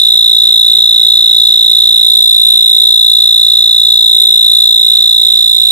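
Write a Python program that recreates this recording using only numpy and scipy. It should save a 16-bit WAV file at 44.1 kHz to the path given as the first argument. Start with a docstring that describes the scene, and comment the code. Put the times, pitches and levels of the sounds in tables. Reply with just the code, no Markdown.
"""At the mouth of its burrow at night, a mole cricket sings very close to two hand-held microphones.
Each wing closing drags a scraper over a toothed file: a falling chirp near 4 kHz, 57 times a second.
Its song is a swept sine with noise for the scrape; soft clipping adds overtones and a low buzz.
On the right there are three soft low thumps and two spells of bass flutter, made of Gaussian pulses.
Decaying noise gives the song a short haze; filtered noise gives a thin hiss and a throbbing low rumble."""
import sys
import numpy as np
from scipy import signal
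from scipy.fft import rfft, irfft, next_fast_len
from scipy.io import wavfile
from scipy.ndimage import map_coordinates

SR = 44100
rng = np.random.default_rng(int(sys.argv[2]) if len(sys.argv) > 2 else 0)


def unload_wav(signal):
    """Save mono or channel-first audio to the path in sys.argv[1] as 16-bit WAV at rate SR, clipped to [-1, 1]."""
    wavfile.write(
        sys.argv[1],
        SR,
        np.round(np.clip(np.atleast_2d(signal).T, -1, 1) * 32767).astype(np.int16),
    )


N = 251811

FIRST_STROKE_S = 0.0138
# the wing beat quickens a little as the song goes on
BEAT_HZ, BEAT_GAIN_HZ_PER_S = 57.06, 0.024


def amp(db):
    """Amplitude ratio of a level: 20 dB is a factor of ten."""
    return 10 ** (np.asarray(db) / 20)


def unit(x):
    """Normalization: x scaled to an rms of 1 over all its samples."""
    return x / np.sqrt(np.mean(x ** 2) + 1e-20)


def curves(rows, at):
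    """Linear interpolation: each column after the first, read at the given values of the first."""
    position, *columns = np.transpose(rows)
    return [np.interp(at, position, column) for column in columns]


def filtered(x, response):
    """Linear filtering: the spectrum of x times a response of frequency in Hz."""
    size = next_fast_len(N + 8192)  # padded against wrap-around
    spectrum = rfft(x, size) * response(np.fft.rfftfreq(size, 1 / SR))
    return irfft(spectrum, size)[..., :N]


def noise(spectrum):
    """Spectral shaping: two unrelated Gaussian noises, joint rms 1, from rows of (Hz, relative dB)."""
    corner_hz, level_db = np.transpose(spectrum)

    def response(hz):
        return amp(np.interp(np.log(hz + 1), np.log(corner_hz), level_db))

    return unit(filtered(rng.standard_normal((2, N)), response))


def delayed(x, seconds):
    """Propagation delay: x read at earlier, fractional sample positions; the delay may move."""
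    return map_coordinates(x, [np.arange(N) - seconds * SR], order=5, mode="nearest")


def strokes(t):
    """Phase accumulation of the beat rate: each sample's stroke number and age (s) in that stroke."""
    # how unevenly the scraper catches: time_s [s], scatter_ms [ms, standard deviation]
    slip = [(0, 0.06), (.3, 0.0062), (1.15, 0.0074), (1.55, 0.052), (2.3, .04), (2.7, 0.016), (5.7, .016)]
    beat_hz = BEAT_HZ + BEAT_GAIN_HZ_PER_S * t
    beats = np.cumsum(beat_hz) / SR
    beats += 1 - np.interp(FIRST_STROKE_S, t, beats)  # stroke 1 is due at FIRST_STROKE_S
    number = beats.astype(int)
    scatter = rng.standard_normal(number[-1] + 1)[number]
    late_ms = scatter * curves(slip, t)[0]
    return number, (beats - number) / beat_hz - late_ms / 1000


def cricket(t, pitch_scatter=0.0011, size_scatter_db=0.32, tail_scatter_db=0.87, rasp_db=-39,
            catch_db=-32, catch_s=0.0017, wing_low_hz=2900, wing_high_hz=4500):
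    """Stridulation: tooth impacts drive the wings at the tooth rate; friction adds a tick and a rasp."""
    # one stroke, the scraper slowing along the file:
    # age_s [s since it catches], tooth_hz [Hz, mean], level_db [dB, relative]
    stroke = [(0, 3943, -38.5), (.0005, 3950, -8.5), (.0011, 3910, -2), (.0022, 3890, -1.6),
              (.0038, 3801, 1), (.0062, 3749, -1.78), (.008, 3657, -1), (.0095, 3596, -3),
              (.011, 3416, -12), (.0128, 3547, -16.5), (.015, 3634, -27.5), (.0175, 3584, -24.5)]
    # the singer's effort: time_s [s], effort_db [dB]
    effort_table = [(0, -0.82), (1.2, -1), (2.3, -0.03), (3, -0.72), (3.7, -1.04), (4.4, -1), (5.7, -0.68)]
    # scrape of the file: frequency_hz [Hz], level_db [dB per Hz, relative]
    rasp_spectrum = [(1000, -3), (2500, 4.5), (3600, 5), (5200, 13.5), (6300, 5), (8300, 12.5), (9500, 6),
                     (11500, -42), (12900, -54), (15000, -49), (16000, -58)]

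    number, age = strokes(t)
    speed, size, tail = rng.standard_normal((number[-1] + 1, 3))[number].T

    # the tooth rate sums to a count of teeth passed, one cycle per tooth
    span = np.arange(-SR // 500, SR // 50) / SR
    teeth = np.cumsum(curves(stroke, span)[0]) / SR
    phase = 2 * np.pi * np.interp(age, span, teeth) * (1 + pitch_scatter * speed)

    # the scraper lets go a little differently each time
    release = np.clip(age / stroke[-3][0], 0, 1) ** 4
    scatter_db = size_scatter_db * size + tail_scatter_db * tail * release
    force = amp(curves(stroke, age)[1] + scatter_db)

    def wing_radiation(hz):
        """Small wings radiate little away from their resonance."""
        return (1 - np.exp(-(hz / wing_low_hz) ** 8)) / (1 + (hz / wing_high_hz) ** 20)

    song = filtered(force * np.sin(phase), wing_radiation)

    catch = np.exp(-(age / catch_s - 1) ** 2)
    tick_spectrum = [(2500, -19.5), (4200, -5.5), (5500, -7.0), (6500, -13), (9000, -9.5), (13000, -29)]
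    tick = amp(catch_db) * catch * noise(tick_spectrum)
    rasp = amp(rasp_db) * force * noise(rasp_spectrum)
    effort = amp(curves(effort_table, t)[0])
    return effort * song, effort * (rasp + tick)


def flutter(t, width_s=0.0023):
    """Subharmonic pulsing: a dull pulse about the start of every second stroke, swelling in spells."""
    # spells of bass flutter: middle_s [s], half_length_s [s], peak_db [dB, relative]
    spells = [(1.36, 0.19, -37), (4.55, .3, -40)]
    number, age = strokes(t)
    # time from the nearest start of an odd-numbered stroke
    apart = np.where(number % 2, age, 1 / BEAT_HZ - age)
    swell = sum(amp(db) * np.exp(-((t - middle) / half) ** 2) for middle, half, db in spells)
    return -swell * np.exp(-(apart / width_s) ** 2)


def thumps(t, width_s=0.0011, rustle_db=-17, rustle_s=0.098):
    """Low thumps: short Gaussian pulses, each trailing an exponentially decaying low-frequency noise."""
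    # soft low thumps: peak_s [s], peak_db [dB, relative]
    pulses = [(0.7498, -27), (0.7851, -31), (0.8203, -31)]
    pulse = sum(amp(db) * np.exp(-((t - s) / width_s) ** 2) for s, db in pulses)
    trail = sum(amp(db) * (t > s) * np.exp(-np.abs(t - s) / rustle_s) for s, db in pulses)
    rustle = noise([(25, 12), (150, 6.5), (700, -30.5), (2000, -42.5)])[0]
    return amp(rustle_db) * trail * rustle - pulse


def haze(song, t60_s=0.33):
    """Decaying noise convolution: a short haze fills the gaps between strokes, unlike at each microphone."""
    t = np.arange(SR // 2) / SR
    tail = rng.standard_normal((2, len(t))) * amp(-60 * t / t60_s)
    tail /= np.linalg.norm(tail, axis=1, keepdims=True)  # unit energy
    return signal.fftconvolve(song[None], tail, axes=1)[:, :N]


def background(t, air_db=-32.0, rumble_db=4.5, rumble_left_db=-5,
               throb_db=7, throb_s=0.005, throb_width_s=0.009):
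    """Amplitude modulation of noise: a rumble throbs with the wing beat under a steady hiss."""
    # thin steady hiss: frequency_hz [Hz], level_db [dB per Hz, relative]
    hiss_spectrum = [(300, -11), (1600, -11.5), (2600, -5), (3300, 13.5), (5000, 6), (6200, -6), (7600, 10),
                     (9400, -5), (11200, 6.5), (12200, -13), (13000, -41), (14700, -1), (15900, -17)]
    # low rumble: frequency_hz [Hz], level_db [dB per Hz, relative]
    rumble_spectrum = [(20, -4), (35, -1), (90, 7.5), (150, 5.5), (220, -1.5), (500, -2), (850, -1.5),
                       (1300, -10.5), (2200, -27), (4000, -47)]
    # course of the rumble: time_s [s], level_db [dB, relative]
    rumble_course = [(0.1, -60), (0.73, -56.5), (0.74, -51), (0.88, -55.5), (2.49, -55), (2.9, -57.5),
                     (4.07, -52), (5.6, -56)]
    age = strokes(t)[1]
    throb = throb_db * np.exp(-((age - throb_s) / throb_width_s) ** 2)
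    rumble = amp(rumble_db + curves(rumble_course, t)[0] + throb) * noise(rumble_spectrum)
    sides = amp([[rumble_left_db], [0]])  # stronger on the right
    return amp(air_db) * noise(hiss_spectrum) + rumble * sides


def scene(song_db=4, left_db=-3, ground_echo=0.083, haze_db=-34):
    """Superposition: the song leads on the left, joined there by a bounce off the ground."""
    # the swaying microphones: time_s [s], left_lead_ms [ms], left_extra_db [dB]
    sway = [(0, .076, 0.5), (1.25, 0.065, 1.16), (2, 0.075, -0.5), (2.3, 0.1, 0), (2.8, 0.082, 1),
            (3.85, 0.069, 0.5), (4.3, 0.084, 2), (5.2, 0.078, -0.7), (5.7, .1, -3.5)]
    t = np.arange(N) / SR
    song, scrape = cricket(t)
    lead_ms, balance_db = curves(sway, t)
    bounce = delayed(song, 0.0024)
    left = amp(left_db + balance_db) * delayed(song + ground_echo * bounce, -lead_ms / 1000)
    right = song + thumps(t) + flutter(t)
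    near = np.array([left, right]) + scrape
    return amp(song_db) * (near + amp(haze_db) * haze(song)) + background(t)


def overload(x, lopsided, top=1.0, hardness=5, skew_power=8):
    """Saturation: peaks flatten symmetrically; an even power law gives the lopsided part."""
    fine = signal.resample_poly(x, 4, 1)  # fourfold rate limits aliasing
    flat = fine / (1 + np.abs(fine / top) ** hardness) ** (1 / hardness)
    skew = lopsided * np.abs(flat / top) ** skew_power
    return signal.resample_poly(flat, 1, 4), signal.resample_poly(skew, 1, 4)


def record(dry, buzz_top_hz=900, coupling_hz=55, fizz_db=11, mirror_db=-5, mirror_width_hz=1000, top_hz=15900):
    """Harmonic distortion in the microphones, then a bass cut, a mirrored treble and a band limit."""
    # the low buzz wavers: time_s [s], level_db [dB]
    buzz_course = [(0, -3.5), (1.5, -3.5), (2.3, -5), (3.1, -5.5), (3.9, -2), (4.6, -5.5), (5.2, -3),
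                   (5.7, -1.5)]
    # even overtones: time_s [s], level_db [dB]
    even_course = [(0, -1.5), (3.2, -0.5), (4, 1.5), (5.7, 2)]
    t = np.arange(N) / SR
    # the two microphones lean opposite ways
    left = overload(dry[0], lopsided=-0.038)
    right = overload(dry[1], lopsided=0.18)
    flat, skew = np.stack([left, right], axis=1)

    # lopsided peaks give a low buzz at the wing beat and even harmonics with a bright fizz on top
    buzz = amp(curves(buzz_course, t)[0]) * filtered(skew, lambda hz: 1 / (1 + 1j * hz / buzz_top_hz))
    even_hz = [3000, 5000, 12000, 13000, 15300, 15900]
    even_db = [-60, 0, 0, -6, fizz_db, 0]
    even = filtered(skew, lambda hz: amp(np.interp(hz, even_hz, even_db)))
    even = amp(curves(even_course, t)[0]) * even
    sound = filtered(flat + buzz + even, lambda hz: 1j * hz / (coupling_hz + 1j * hz))

    # the third harmonic folds about a quarter of the sample rate: alternating signs mirror the band
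    near_fold = filtered(sound, lambda hz: np.exp(-((hz - SR / 4) / mirror_width_hz) ** 4))
    sound = sound + amp(mirror_db) * near_fold * (-1) ** np.arange(N)
    return filtered(sound, lambda hz: hz < top_hz)


dry = scene()
out = record(dry)
unload_wav(out)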